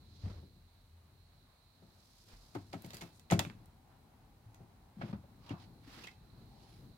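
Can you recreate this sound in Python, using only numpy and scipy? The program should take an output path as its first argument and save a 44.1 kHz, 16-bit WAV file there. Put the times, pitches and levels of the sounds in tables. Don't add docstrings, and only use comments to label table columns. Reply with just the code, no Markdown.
import sys
import numpy as np
from scipy import signal
from scipy.fft import rfft, irfft
from scipy.io import wavfile

SR = 44100
rng = np.random.default_rng(int(sys.argv[2]) if len(sys.argv) > 2 else 0)


def put_to_file(sound):
    columns = np.atleast_2d(sound).T
    safe = np.clip(columns, -1, 1)
    whole_steps = np.round(safe * 32767)
    wavfile.write(sys.argv[1], SR, whole_steps.astype(np.int16))


N = 307509
TAIL = 24576


def undb(db):
    return 10 ** (np.asarray(db) / 20)


def freqs(size):
    return np.maximum(np.arange(size // 2 + 1) * SR / size, 1)


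def along(points, hz):
    at_hz, value = np.transpose(points)
    return np.interp(np.log(hz), np.log(at_hz), value)


def shape(x, gain):
    return irfft(rfft(x) * gain, x.shape[-1])


def causal(gain):
    cepstrum = irfft(np.log(np.maximum(gain, 1e-6)))
    cepstrum[1:TAIL // 2] *= 2
    cepstrum[TAIL // 2 + 1:] = 0
    return np.exp(rfft(cepstrum))


def resonance(f, hz, q):
    return 1 / (1 + 1j * q * (f / hz - hz / f))


def blow(x):
    energy = np.mean(np.sum(x ** 2, axis=-1))
    return x / np.sqrt(energy / (SR / 100))


def add(out, s, x):
    start = max(int(s * SR), 0)
    out[:, start:start + x.shape[-1]] += x[..., :max(N - start, 0)]


def decay(t, t60_s):
    return np.exp(-np.log(1000) * t / t60_s)


def waver(rate_hz):
    return np.interp(np.arange(N) * rate_hz / SR, np.arange(N), rng.standard_normal(N))


def level_curve(points):
    return undb(np.interp(np.arange(N) / SR, *np.transpose(points)))


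def diffuse(size, alike_hz=750):
    alike = .985 / (1 + (freqs(size) / alike_hz) ** 2)
    mid, side = rng.standard_normal((2, size))
    common = shape(mid, np.sqrt(1 + alike))
    opposed = np.array([[1], [-1]]) * shape(side, np.sqrt(1 - alike))
    return (common + opposed) / np.sqrt(2)


def from_left(x, lag_s=0.00022):
    port_lag_s = np.array([[0], [lag_s]])
    return shape(np.broadcast_to(x, (2, TAIL)), np.exp(-2j * np.pi * freqs(TAIL) * port_lag_s))


def ambience(layer):
    layer_levels = {"traffic": (-76, -72.5, 1.28), "hum": (-62.5, -76, 1.46), "drone": (-94, -74.5, 2.77)}
    before_db, after_db, halfway_s = layer_levels[layer]
    shift_s = 0.48
    moved = (1 + np.tanh((np.arange(N) / SR - halfway_s) / shift_s)) / 2
    return undb(before_db + (after_db - before_db) * moved)


def outside(waver_db=2.76, traffic_hz=830, traffic_q=0.75, traffic_waver_db=1.56, hum_hz=42, hum_q=9):
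    # (per Hz, relative)
    rumble_spectrum = [(18, -32), (40, -0.5), (65, -2), (110, 2), (160, -3.5), (250, -7), (420, -15.5),
                       (800, -31), (2000, -42), (6000, -40.5)]
    # time_s, level_db (before rumble_gain_db)
    rumble_levels = [(0.5, -61.5), (0.91, -71), (2.23, -69), (2.82, -61), (3.06, -61.5), (4.27, -64.5),
                     (5.22, -59.5), (6.37, -64.5), (6.97, -56.5)]
    rumble_gain_db = 0.5
    f = freqs(N)
    rumble = shape(diffuse(N), undb(along(rumble_spectrum, f)))
    traffic = shape(diffuse(N), resonance(f, traffic_hz, traffic_q) ** 2)
    hum_gain = resonance(f, hum_hz, hum_q) ** 2 + resonance(f, 2 * hum_hz, 2 * hum_q)
    hum = shape(rng.standard_normal(N), hum_gain)
    rumble_level = undb(rumble_gain_db) * level_curve(rumble_levels) * undb(waver_db * waver(7))
    traffic_level = ambience("traffic") * undb(traffic_waver_db * waver(12))
    return (rumble / rumble.std() * rumble_level
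            + traffic / traffic.std() * traffic_level
            + hum / hum.std() * ambience("hum"))


def drone(hz=802, q=3.5, waver_db=5):
    x = shape(diffuse(N), resonance(freqs(N), hz, q) ** 2)
    return x / x.std() * ambience("drone") * undb(waver_db * waver(8))


def slips(size, grain, rate_hz):
    steps = np.interp(np.arange(size) * rate_hz / SR, np.arange(size), rng.standard_normal(size))
    return np.exp(grain * steps)


def rub(rise_s, fall_s, hz, octaves, grain=0.26, slips_hz=170):
    size = 2 * TAIL
    t, f = (np.arange(size) - TAIL) / SR, freqs(size)
    band = np.exp(-.5 * (np.log2(f / hz) / octaves) ** 2) / np.sqrt(f)
    x = shape(diffuse(size) * slips(size, grain, slips_hz), band)
    swell = np.exp(-(t / np.where(t < 0, rise_s, fall_s)) ** 2)
    return x / x.std() * swell


def rubs():
    # peak_s, rise_s, fall_s, level_db, centre_hz, width_octaves
    rub_rows = [(.27, 0.043, 0.11, -54.5, 400, 2.4), (.25, 0.14, 0.14, -67, 4850, 0.59),
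                (2.25, 0.33, 0.62, -66.5, 6340, 0.79), (2.32, 0.034, 0.047, -61.5, 1910, 1.9),
                (2.96, 0.17, 0.14, -58.5, 3480, 3.3), (3.16, .044, 0.056, -68, 7900, .49),
                (4.62, 0.37, .15, -77.5, 450, 1.8), (5.08, 0.085, 0.047, -58, 790, 2.2),
                (5.499, 0.065, .045, -61.5, 3500, .85), (5.55, 0.1, 0.054, -57, 980, 0.44),
                (5.615, 0.042, 0.047, -64, 3600, 1), (5.97, 0.097, .12, -54.5, 2520, 1.6),
                (5.97, 0.052, 0.089, -60.5, 258, .44), (6.68, 0.15, 0.16, -68, 4540, 0.91),
                (6.72, .11, .1, -76, 10500, 0.063)]
    out = np.zeros((2, N))
    for s, rise_s, fall_s, db, hz, octaves in rub_rows:
        x = undb(db) * rub(rise_s, fall_s, hz, octaves)
        cut = max(TAIL - int(s * SR), 0)
        add(out, s - TAIL / SR, x[:, cut:])
    return out


def thud(hz, t60_s, push_s=0.0033):
    t = np.arange(TAIL) / SR
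    push = 1 - np.exp(-(t / push_s) ** 2)
    return blow(np.sin(2 * np.pi * hz * t) * push * decay(t, t60_s))


def thuds(board_cycles=28):
    # start_s, level_db, pitch_hz
    thud_rows = [(.236, -31.5, 94.5), (.24, -41.5, 57.8), (.262, -41, 193), (0.284, -43, 107),
                 (.36, -45.5, 80.3), (2.331, -48.5, 40.4), (3.337, -39, 81.6), (4.459, -48, 108),
                 (4.968, -45, 197), (5.135, -46, 75.6), (5.507, -39, 106), (5.873, -52, 266)]
    out = np.zeros((2, N))
    for s, db, hz in thud_rows:
        add(out, s, undb(db) * thud(hz, board_cycles / hz))
    return out


def modes(table, scatter_db, detune):
    t = np.arange(TAIL) / SR
    chance = rng.standard_normal((len(table), 2))
    total = np.zeros(TAIL)
    for k, ((hz, db, t60_s), (a, b)) in enumerate(zip(table, chance)):
        swing = np.sin(2 * np.pi * hz * (1 + detune * b) * t)
        total += (-1) ** k * undb(db + scatter_db * a) * swing * decay(t, t60_s)
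    return blow(total)


def van_tail():
    # freq_hz, t60_s
    van_t60 = [(100, 0.69), (500, 0.21), (2000, 0.21), (6000, 0.29), (15000, 0.22)]
    t, noise, f = np.arange(TAIL) / SR, diffuse(TAIL), freqs(TAIL)
    centres = np.array(van_t60)[:, 0]
    total = 0
    for share, (_, t60_s) in zip(np.eye(len(centres)), van_t60):
        band = shape(noise, along(np.c_[centres, share], f))
        total = total + band * decay(t, t60_s)
    return blow(total * (1 - np.exp(-t / 0.0084)))


def knock(contact_hz, bass_hz, panel_db, panel_s=0.016, room_db=-7):
    # freq_hz, level_db (relative), t60_s
    cabinet_modes = [(98.2, -4.5, 0.54), (119.8, 4, 0.13), (170.6, 5.5, 0.14), (208.2, -4.5, 0.17),
                     (340.3, -5.5, 0.2), (395.7, -10, 0.16), (559.6, -3, 0.097), (674, -8.5, 0.19),
                     (761, 2, 0.054), (898, -4, 0.097), (1296, -0.5, 0.053), (1318, -3, 0.1),
                     (1570, -34, 0.069)]
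    # (per Hz, relative)
    panel_spectrum = [(50, -27), (110, 0.5), (200, 3), (300, 0.5), (385, -2.5), (480, -9), (610, -3),
                      (1050, -6.5), (2000, -9), (5000, -7.5), (15000, -22.5)]
    t, f = np.arange(TAIL) / SR, freqs(TAIL)
    direct = blow(from_left(diffuse(TAIL, alike_hz=1150)) * np.exp(-t / panel_s))
    panels = direct + undb(room_db) * van_tail()
    panels = blow(shape(panels, causal(undb(along(panel_spectrum, f)))))
    cabinet = from_left(modes(cabinet_modes, scatter_db=1.5, detune=.004))
    contact = 1 / np.sqrt((1 + (f / contact_hz) ** 4) * (1 + (bass_hz / f) ** 4))
    return blow(shape(cabinet + undb(panel_db) * panels, causal(contact)))


def bump(contact_hz):
    soft_hz, soft_bass_hz, soft_panel_db = 397, 126.5, -3.5
    bass_oct_per_oct, panel_db_per_oct = 0.45, 3
    hardness_oct = np.log2(contact_hz / soft_hz)
    bass_hz = soft_bass_hz * 2 ** (bass_oct_per_oct * hardness_oct)
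    return knock(contact_hz, bass_hz, soft_panel_db + panel_db_per_oct * hardness_oct)


def bumps():
    # start_s, level_db, contact_cutoff_hz
    bump_rows = [(.268, -46, 296), (.427, -51, 433), (.56, -57, 323), (1.822, -54, 590),
                 (2.840, -43.5, 480), (2.862, -46, 320), (2.936, -48.5, 540), (3.308, -34, 1020),
                 (3.343, -35.5, 560), (3.375, -37, 302), (3.464, -38.5, 213), (4.603, -49.5, 350),
                 (4.985, -43, 266), (5.089, -40.5, 304), (5.239, -54.5, 900), (5.530, -40, 280)]
    out = np.zeros((2, N))
    for s, db, contact_hz in bump_rows:
        add(out, s, undb(db) * bump(contact_hz))
    return out


def click(ring_hz, ring_db, slope_db, contact_s, ring_q=18, near_db=-9, near_s=0.016, room_db=-12, plate_db=-8):
    # freq_hz, gain_db (relative)
    catch_spectrum = [(300, -6), (1000, -6), (2700, -2), (4800, -8), (7000, 0.5), (10000, -6),
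                      (15000, -11.5)]
    # freq_hz, level_db (relative), t60_s
    plate_modes = [(1340, 2, 0.11), (1980, 3, 0.13), (2270, -9, 0.082), (2620, -2, 0.3), (2660, 3.5, 0.027),
                   (3300, -3, 0.1), (3630, 7, 0.029), (7600, -5, .08)]
    t, f = np.arange(TAIL) / SR, freqs(TAIL)
    force = np.sqrt(t) * np.exp(-1.4 * t / contact_s) * slips(TAIL, grain=.55, rate_hz=900)
    snap = blow(from_left(diffuse(TAIL, alike_hz=2220), lag_s=0.000352) * force)
    near = blow(diffuse(TAIL) * t * np.exp(-2 * t / near_s))
    x = snap + undb(near_db) * near + undb(room_db) * van_tail()
    treble_db = slope_db * np.log2(np.maximum(f / 2000, 1))
    crack = shape(x, causal(undb(along(catch_spectrum, f) + treble_db)))
    ring = shape(x, resonance(f, ring_hz, ring_q))
    plate = from_left(modes(plate_modes, scatter_db=3, detune=.002), lag_s=.00035)
    plate = plate * (1 - np.exp(-t / contact_s))
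    return blow(blow(crack) + undb(ring_db) * blow(ring) + undb(plate_db) * plate)


def doors():
    # edge_s, edge_db, contact_cutoff_hz, catch_ahead_s, catch_db, catch_treble_db_per_octave,
    # weight_behind_s, weight_db, leaf_hz, leaf_db
    door_rows = [(2.552, -36, 1215, .005, -52, -2, .007, -39, 294, -38.5),
                 (2.736, -39, 980, 0.0092, -46, -5, 0.0093, -42.5, 275, -46),
                 (3.019, -45, 1140, .010, -44, -3.5, 0.011, -46, 274, -56.5),
                 (3.318, -25, 1360, 0.00023, -33.5, -3, 0, -18.5, 227, -32.5),
                 (5.015, -43, 2070, .005, -43.5, -21, .017, -36, 211, -36),
                 (5.128, -44, 1350, .002, -63, -14, 0.0028, -41, 204, -33.5),
                 (5.506, -43, 1110, .004, -50.5, -12, 0, -47, 278, -37.5)]
    scrape_s, scrape_ring_hz, scrape_ring_db = 0.014, 2176, -8.5
    usual_weight_hz, usual_db, doubling_db = 378, -35, 40
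    weight_bass_hz, weight_panel_db, leaf_cycles = 78.5, -8.5, 21
    out = np.zeros((2, N))
    for (s, edge_db, contact_hz, ahead_s, catch_db, slope_db,
         behind_s, weight_db, leaf_hz, leaf_db) in door_rows:
        weight_hz = usual_weight_hz * 2 ** ((weight_db - usual_db) / doubling_db)
        scrape = click(scrape_ring_hz, scrape_ring_db, slope_db, scrape_s)
        weight = knock(weight_hz, weight_bass_hz, weight_panel_db)
        add(out, s - ahead_s, undb(catch_db) * scrape)
        add(out, s, undb(edge_db) * bump(contact_hz))
        add(out, s + behind_s, undb(weight_db) * weight)
        add(out, s + behind_s, undb(leaf_db) * thud(leaf_hz, leaf_cycles / leaf_hz))
    return out


def clicks():
    # start_s, level_db, ring_hz, treble_db_per_octave, contact_s
    click_rows = [(2.822, -52.5, 4230, 9, 0.00061), (2.845, -53.5, 2160, 0, .005),
                  (2.861, -55, 8350, 4, .005), (2.905, -50.5, 3670, -3, 0.0018),
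                  (2.933, -48.5, 4320, -2, 0.0053), (2.944, -47, 4750, 3, 0.0042),
                  (2.968, -49, 4800, 1.5, 0.0036), (3.196, -58.5, 7510, 2, 0.00073),
                  (3.301, -39, 2070, -7.5, 0.0066), (3.309, -33.5, 6400, -2, .004),
                  (3.658, -63, 5950, 7, 0.0013), (4.545, -60, 6200, -1.5, .0015),
                  (5.492, -49, 2770, -8, 0.0035), (6.037, -46.5, 2580, -6.5, 0.011),
                  (6.070, -48.5, 3170, -6, 0.0034), (6.071, -47, 2100, -20, 0.014)]
    out = np.zeros((2, N))
    for s, db, ring_hz, slope_db, contact_s in click_rows:
        ring_db = -10 - 1.67 * slope_db
        plate_db = -8 - 0.65 * slope_db
        add(out, s, undb(db) * click(ring_hz, ring_db, slope_db, contact_s, plate_db=plate_db))
    return out


def bolt(count=2):
    snap_s, snap_db, ring_db, wood_db = 3.3925, -28, -34, -31.5
    gap_s, gap_shrink, rebound_db, loss_db = .057, .86, -43, 7
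    out = np.zeros((2, N))
    snap = click(ring_hz=2600, ring_db=-14.5, slope_db=-2.5, contact_s=0.0018,
                 plate_db=-14.5, room_db=-15, near_s=0.01)
    ring = click(ring_hz=3440, ring_db=1.5, slope_db=2.5, contact_s=0.0072,
                 ring_q=12, room_db=-11, near_s=.007)
    add(out, snap_s, undb(snap_db) * snap)
    add(out, snap_s, undb(ring_db) * ring)
    add(out, snap_s, undb(wood_db) * bump(contact_hz=1640))
    s = snap_s
    for k in range(count):
        s += gap_s * gap_shrink ** k
        clack = click(ring_hz=2130, ring_db=-5, slope_db=-18.5, contact_s=0.0018,
                      ring_q=6, plate_db=-14, near_db=-7.5)
        add(out, s, undb(rebound_db - k * loss_db) * clack)
    return out


def scene():
    return outside() + drone() + rubs() + thuds() + bumps() + doors() + clicks() + bolt()


def record(dry, port_hz=4080, left_db=-12, hiss_db=-76):
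    # freq_hz, left_db, right_db
    ports = np.array([(49.7, 0.5, 1), (148, 1.03, -1.7), (685, 1.3, -2.5), (1590, -3, 0), (2770, -7, 0),
                      (3800, -2.5, 2), (4870, -6, 4.5), (6870, -3, -7.5), (9000, -3.5, -32),
                      (10800, 0.5, -19), (11900, 0.5, -10), (16000, 1.5, -12)])
    # (per Hz, relative)
    hiss_spectrum = [(1000, -9), (2100, 7), (3000, 4.5), (4800, 2), (7000, -1), (11000, 0.5), (15000, -1)]
    # time_s, level_db (before air_gain_db; left port lower by left_db)
    air_levels = [(0.0, -75.5), (0.21, -71.5), (1.05, -81.5), (1.42, -77), (2.7, -79.5), (2.83, -74.5),
                  (4.15, -87.5), (5.49, -85.5), (5.63, -77), (5.98, -82), (6.13, -77.5), (6.97, -77.5)]
    air_gain_db, air_waver_db, top_hz = 5, 1.5, 15850
    f = freqs(N)
    x = shape(dry, np.array([undb(along(ports[:, [0, c]], f)) for c in (1, 2)]))
    air = shape(rng.standard_normal((2, N)), resonance(f, port_hz, q=6) ** 2)
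    air = air / air.std() * undb(air_gain_db + air_waver_db * waver(6.5)) * level_curve(air_levels)
    hiss = shape(rng.standard_normal((2, N)), undb(along(hiss_spectrum, f)))
    x = x + undb([[left_db], [0]]) * air + undb(hiss_db) * hiss / hiss.std()
    top_cut = signal.ellip(10, .2, 70, top_hz, fs=SR, output="sos")
    return signal.sosfilt(top_cut, x)


dry = scene()
out = record(dry)
put_to_file(out)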